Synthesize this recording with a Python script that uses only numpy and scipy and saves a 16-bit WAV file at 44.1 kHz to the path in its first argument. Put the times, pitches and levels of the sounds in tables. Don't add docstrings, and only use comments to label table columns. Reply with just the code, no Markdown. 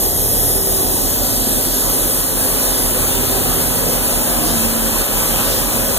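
import sys
import numpy as np
from scipy import signal
from scipy.fft import rfft, irfft, next_fast_len
from scipy.io import wavfile
from scipy.ndimage import uniform_filter1d, map_coordinates

SR = 44100
rng = np.random.default_rng(int(sys.argv[2]) if len(sys.argv) > 2 else 0)


def materialize(psi):
    bounded = np.clip(np.atleast_2d(psi).T, -1, 1)
    quanta = np.round(bounded * 32767).astype(np.int16)
    wavfile.write(sys.argv[1], SR, quanta)


N = 263718
TIME = np.arange(N) / SR


def amp(db):
    return 10 ** (np.asarray(db) / 20)


def unit(x):
    return x / np.sqrt(np.mean(x ** 2) + 1e-20)


def along(points, hz):
    f, values = np.transpose(points)
    return np.interp(np.log(hz + 1), np.log(f + 1), values)


def curves(rows):
    times, *columns = np.transpose(rows)
    return [np.interp(TIME, times, column) for column in columns]


def wobble(rate):
    return map_coordinates(rng.standard_normal(256), [TIME * rate], mode="wrap")


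def swell(top_s, width_s):
    return np.exp(-((TIME - top_s) / width_s) ** 2)


def plateau(start_s, end_s, attack_s, release_s):
    return np.clip((TIME - start_s) / attack_s, 0, 1) - np.clip((TIME - end_s) / release_s, 0, 1)


def filtered(x, response):
    size = next_fast_len(N + SR // 2)
    return irfft(rfft(x, size) * response(np.fft.rfftfreq(size, 1 / SR)), size)[..., :N]


def turbulence(spectrum, patchy_db, frames=50):
    spectra = signal.stft(rng.standard_normal((2, N)), nperseg=1024)[2]
    streaks = uniform_filter1d(rng.standard_normal(spectra.shape[1:]), size=4, axis=0)
    streaks = uniform_filter1d(streaks, size=frames, axis=1)
    pair = signal.istft(spectra * amp(patchy_db * streaks / streaks.std()), nperseg=1024)[1][:, :N]
    return filtered(pair, lambda hz: amp(along(spectrum, hz)))


def paired(noises, correlation, stretch=None):
    hz, t, spectra = signal.stft(noises, SR, nperseg=1024)
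    scale = np.interp(t, *np.transpose(stretch)) if stretch else 1
    angle = np.arccos(np.clip(along(correlation, hz[:, None] / scale), -1, 1)) / 2
    mid, side = signal.istft(spectra * np.array([np.cos(angle), np.sin(angle)]), nperseg=1024)[1][:, :N]
    return np.array([mid + side, mid - side])


# f/Hz, level/dB
LEFT_LEVEL = [(45, -11), (90, -7.5), (160, -6.5), (230, -0.5), (400, -1.5), (700, 1.5), (1300, -1)]
# f/Hz, phase/rad
LEFT_LEAD = [(45, 0.62), (100, 0.97), (250, 0.9), (500, 0.81), (1000, 0.39), (1600, 1)]

def placed(x):
    def response(hz):
        left = amp(along(LEFT_LEVEL, hz)) * np.exp(1j * along(LEFT_LEAD, hz))
        return np.array([left, np.ones_like(left)]) * 2 / np.abs(1 + left)
    return filtered(x, response)


# f/Hz, correlation (clipped to -1..1 in use)
PORT_CORRELATION = [(1300, 1), (2050, 0.054), (2300, -1.156), (2720, -1.09), (2950, 0.57), (3600, 0.57),
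                    (4300, -0.0017), (4650, -1.1), (5350, -2.24), (5700, -0.14), (6300, 0.28), (7000, 0.1)]
# t/s, stretch of that pattern along frequency
HOLLOW_DRIFT = [(0, 0.95), (.55, .93), (1.0, 0.95), (1.3, 1.018), (1.62, 1.023), (1.8, 0.99), (2.1, 0.975),
                (2.5, 1.004), (3.6, 1.012), (4.3, 0.97), (5.15, 1.006), (5.5, 0.97), (5.98, 0.98)]

def hollowed(noises):
    return paired(noises, PORT_CORRELATION, HOLLOW_DRIFT)


# f/Hz, share subtracted
CROSS_SHARE = [(3000, 1), (4000, 0.87), (5200, 0.073), (7500, 1)]

def crossed(ports, delay_s=0.000391):
    def feed(hz):
        return np.clip(along(CROSS_SHARE, hz), 0, 1) * np.exp(-2j * np.pi * hz * delay_s)
    return ports - filtered(ports[::-1], feed)


# t/s, half width/s, level/dB
GUSTS = [(0.13, 0.075, -25), (5.92, 0.06, -33)]
# f/Hz, relative level/dB
GUST_SPECTRUM = [(12, -35), (35, -20), (70, -8), (110, -7), (200, -20), (600, -71)]

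def wind(lee_db=-16):
    push = sum(amp(db) * swell(t, width) for t, width, db in GUSTS)
    return push * amp([[0], [lee_db]]) * unit(turbulence(GUST_SPECTRUM, patchy_db=2))


# harmonic number, entry t/s, exit t/s, gain/dB
FAN_BEAMS = [(3, -1.2, 0.13, 12), (3, 0.46, 0.77, 15), (3, .77, 1.0, 7), (3, 3, 3.7, 7.5),
             (2, 0.89, 1.68, 11), (2, 1.68, 2.3, 8.5), (2, 2.3, 2.95, 13), (2, 2.95, 3.55, 10.5),
             (2, 3.55, 4.5, 6)]

def fan(blade_hz=129.05, off_beam_db=-45, edge_s=0.065):
    phase = 2 * np.pi * (blade_hz * TIME + 0.015 * wobble(2))
    hum = np.zeros(N)
    for k in (2, 3, 4):
        beam_db = sum(db * plateau(enter, leave, edge_s, edge_s)
                      for harmonic, enter, leave, db in FAN_BEAMS if harmonic == k)
        hum += amp(off_beam_db + beam_db) * np.sin(k * phase)
    return placed(np.sqrt(2) * hum)


# t/s, cycle rate f/Hz, firing note level/dB
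PASS_BY = [(3.4, 80.7, -56), (3.95, 79.3, -36.5), (4.25, 78.6, -29), (4.45, 77.3, -33), (4.6, 75.8, -25),
           (4.87, 75.4, -27), (5.1, 75.5, -43), (5.3, 75.85, -29.5), (5.48, 75.5, -42), (5.65, 74.8, -33),
           (5.98, 75, -44)]
# multiple of the cycle rate, level/dB when closest
PASS_ORDERS = [(2, -34), (4, -29.5), (9, -33)]

def passing_engine(firings_per_cycle=3, closest_s=4.45, jitter_cycles=0.009):
    cycle_hz, level_db = curves(PASS_BY)
    cycles = np.cumsum(cycle_hz) / SR
    def partial(k):
        return np.sin(2 * np.pi * k * (cycles + jitter_cycles * wobble(9.6)))
    partials = swell(closest_s, width_s=0.14) * sum(amp(db) * partial(k) for k, db in PASS_ORDERS)
    note = amp(level_db) * partial(firings_per_cycle)
    return placed(np.sqrt(2) * (note + partials))


# f/Hz, relative level/dB
ROAR_SPECTRUM = [(15, -28), (35, 1), (65, -9.5), (105, 0.5), (145, -5), (190, -2.5), (240, 1.5), (330, 1),
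                 (540, 1), (750, -4.5), (1000, -8.5), (1500, -20.5), (2000, -17), (2350, -56), (6000, -80)]
# f/Hz, correlation
ROAR_CORRELATION = [(30, .2), (100, 0.64), (300, 0.7), (700, 0.86), (1500, 0.19)]

def roar(firings, level_db=-26, pulse_depth=0.024, clatter_db=-8):
    noise = paired(turbulence(ROAR_SPECTRUM, patchy_db=1.2), ROAR_CORRELATION)
    pulsing = noise * (1 + pulse_depth * np.cos(2 * np.pi * firings))
    cycle = rng.standard_normal(4096)
    knocks = map_coordinates(cycle, [firings / 4 % 1 * len(cycle)], order=1)
    clatter = filtered(knocks, lambda hz: amp(along(ROAR_SPECTRUM, hz)))
    return amp(level_db) * (unit(pulsing) + amp(clatter_db) * unit(clatter))


# t/s, half width/s, f/Hz, level/dB
SURGES = [(.9, .2, 340, -31), (.88, .1, 740, -36), (1.2, 0.27, 586, -35), (1.298, .3, 750, -37),
          (3.0, 0.08, 530, -31), (3.102, 0.55, 380, -35), (3.43, .13, 760, -31), (3.885, 0.11, 490, -29),
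          (5.52, 0.1, 545, -31), (5.869, 0.11, 540, -30)]

def surges(half_width_hz=94):
    bands = np.zeros((2, N))
    for t, width, hz, db in SURGES:
        band = filtered(rng.standard_normal((2, N)), lambda f: np.exp(-((f - hz) / half_width_hz) ** 2))
        bands += amp(db) * swell(t, width) * unit(band)
    return placed(paired(bands, ROAR_CORRELATION))


# entry t/s, exit t/s, f/Hz, level/dB
BOOMS = [(.1, 0.504, 118.6, -32), (0.993, 1.397, 114, -34.5), (2.8, 3.713, 119, -34),
         (5.4, 5.907, 120, -39.5), (-.3, 1.1, 82.7, -39), (2.8, 3.7, 82.7, -38), (3.3, 3.903, 165.4, -37),
         (1.02, 1.45, 229, -38), (3.05, 3.98, 248.1, -31), (3.98, 4.45, 248.1, -36),
         (4.95, 5.6, 248.1, -38), (5.6, 5.95, 248.1, -32)]

def booms(edge_s=0.16):
    return np.sqrt(2) * sum(amp(db) * plateau(enter, leave, edge_s, edge_s) * np.sin(2 * np.pi * hz * TIME)
                            for enter, leave, hz, db in BOOMS)


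# t/s, distance/m
DISTANCE = [(0, 16), (1.2, 9.5), (2.6, 5.3), (4.2, 4.2), (4.9, 4.2), (5.45, 3.3), (5.98, 5.2)]

def nearness():
    distance, = curves(DISTANCE)
    return distance[-1] / distance


def firing_count(hz, hunt_cycles, in_step_s=0.0655):
    return hz * (TIME - in_step_s) + hunt_cycles * wobble(1.487)


def exhaust(firings, orders, waver_db, jitter_cycles):
    note = np.zeros(N)
    for k, db in orders:
        is_overtone = k > 1
        offset = is_overtone * (rng.random() + jitter_cycles * wobble(25))
        level_db = db + (waver_db if is_overtone else 1.0) * wobble(3.88)
        note += amp(level_db) * np.sin(2 * np.pi * (k * firings + offset))
    return np.sqrt(2) * note


# harmonic number, level/dB
SLOW_ORDERS = [(1, -33), (2, -44), (3, -42), (4, -38.5), (5, -41.5), (8, -46)]
FAST_ORDERS = [(1, -33.5), (2, -40), (3, -48.5), (5, -43)]
# harmonic number, level/dB at the end of the walk
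DRONE_ORDERS = [(12, -42.5), (13, -42.5), (14, -44), (18, -52.5), (20, -45.5), (24, -46), (28, -53)]

def diesels(slow_hz=41.353, fast_hz=47.428):
    slow = firing_count(slow_hz, hunt_cycles=0.025)
    fast = firing_count(fast_hz, hunt_cycles=0.02)
    notes = exhaust(slow, SLOW_ORDERS, waver_db=1.0, jitter_cycles=0.077)
    notes += exhaust(fast, FAST_ORDERS, waver_db=3.0, jitter_cycles=0.029)
    drone = nearness() * exhaust(slow, DRONE_ORDERS, waver_db=1.0, jitter_cycles=0.09)
    return placed(notes + drone + booms() + roar(slow))


# f/Hz, relative level/dB
COOLING_SPECTRUM = [(350, -46), (550, 2.5), (750, 1), (1100, 1), (1550, -0.5), (1950, -2), (2800, 3),
                    (3600, -4.5), (4400, -16), (5200, -23), (7000, -13.5), (12000, -22.5)]

def cooling_air(final_level_db=-28.5):
    ports = hollowed(turbulence(COOLING_SPECTRUM, patchy_db=2.0, frames=8))
    return amp(final_level_db) * nearness() * unit(crossed(ports))


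# t/s, half width/s, mirrored level/dB, scattered level/dB relative to it
REFLECTIONS = [(1.35, 0.3, -32, -30), (1.75, 0.13, -35, -1), (2.7, .25, -35, -30), (4.49, 0.05, -37, 7),
               (5.53, 0.1, -29, -2)]
# f/Hz, relative level/dB
REFLECTED_SPECTRUM = [(2700, -42), (3100, 0), (3800, 1), (5000, 9), (6800, -4), (9000, -20), (12000, -40)]

def reflections():
    mirrored = unit(crossed(hollowed(turbulence(REFLECTED_SPECTRUM, patchy_db=1.5))))
    scattered = unit(crossed(turbulence(REFLECTED_SPECTRUM, patchy_db=1.5)))
    return sum(amp(db) * swell(t, width) * (mirrored + amp(scatter_db) * scattered)
               for t, width, db, scatter_db in REFLECTIONS)


# t/s, half width/s, f/Hz at the peak, level/dB
GLINTS = [(0.42, 0.5, 11270, -25), (0.298, 0.57, 13200, -25), (0.703, 0.45, 10200, -25),
          (1.45, 0.51, 11430, -27.5), (1.508, 0.17, 8700, -32), (1.969, 0.35, 10800, -24.5)]

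def glints(half_width_hz=470, sag_hz_per_s=600):
    flares = np.zeros((2, N))
    for t, width, hz, db in GLINTS:
        band = filtered(rng.standard_normal((2, N)), lambda f: np.exp(-(f / half_width_hz) ** 2))
        phase = 2 * np.pi * np.cumsum(hz - sag_hz_per_s * (TIME - t)) / SR
        flares += amp(db) * swell(t, width) * unit(crossed(band * np.sin(phase)))
    return flares


def jet(spectrum, far_port_db, scatter_db, patchy_db, frames=50):
    def shadow(hz):
        gains = np.array([np.ones_like(hz), amp(along([(6300, 0), (9500, far_port_db)], hz))])
        return gains / np.linalg.norm(gains, axis=0)
    def scattering(hz):
        return amp(scatter_db + along([(5400, -44.0), (7600, 6.5), (10500, 2.0)], hz))
    ports = hollowed(turbulence(spectrum, patchy_db, frames))
    direct = crossed(filtered(ports, shadow))
    scattered = filtered(turbulence(spectrum, patchy_db), scattering)
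    return unit(direct + scattered)


# f/Hz, relative level/dB
HISS_SPECTRUM = [(1000, -18.5), (2000, -12.5), (2800, -5), (3600, -5.5), (4400, -1.5), (5200, 3),
                 (5900, -2), (7000, 1.5), (8200, -2), (9600, 1.2), (12300, -2), (14500, 1.5), (15500, 2),
                 (16500, -38)]
SIZZLE_SPECTRUM = [(7500, -31), (9600, 0), (10400, 0), (11100, 3), (11700, 2), (12300, -0.5), (13100, -2),
                   (13900, -1.5), (14500, -4), (15000, -11), (15500, -10), (16500, -40)]
# t/s, level/dB
SIZZLE_LEVEL = [(0, -21.5), (.5, -18.5), (1.1, -24), (2.0, -21.5), (2.5, -19.5), (4.2, -22.5), (5.4, -23),
                (5.98, -25.5)]

def compressed_air(hiss_db=-19.0, flicker_db=0.35):
    hiss = amp(hiss_db) * jet(HISS_SPECTRUM, far_port_db=-12, scatter_db=-6.5, patchy_db=1.7, frames=10)
    sizzle_db, = curves(SIZZLE_LEVEL)
    sizzle = amp(sizzle_db) * jet(SIZZLE_SPECTRUM, far_port_db=-14, scatter_db=-4.0, patchy_db=5.0)
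    return amp(flicker_db * wobble(16)) * (hiss + sizzle + glints())


# t/s, hold/s, depth/dB
DUCKS = [(0.062, 0.18, 1.2), (0.582, 0.047, 1), (1.674, 0.032, .7), (2.209, 0.12, 1.3), (3.622, 0.073, 1.2),
         (3.972, 0.066, 1.1), (4.19, 0.16, .7), (4.663, 0.071, 1), (5.026, 0.062, 1.5), (5.627, 0.066, 1)]

def ducking(fall_s=0.0041, recover_s=0.082):
    return amp(-sum(db * plateau(t, t + hold, fall_s, recover_s) for t, hold, db in DUCKS))


def scene():
    air = cooling_air() + compressed_air() + reflections()
    mix = diesels() + surges() + fan() + passing_engine() + air
    return ducking() * mix + wind()


def record(dry, top_hz=15560):
    return filtered(dry, lambda hz: hz < top_hz)


dry = scene()
out = record(dry)
materialize(out)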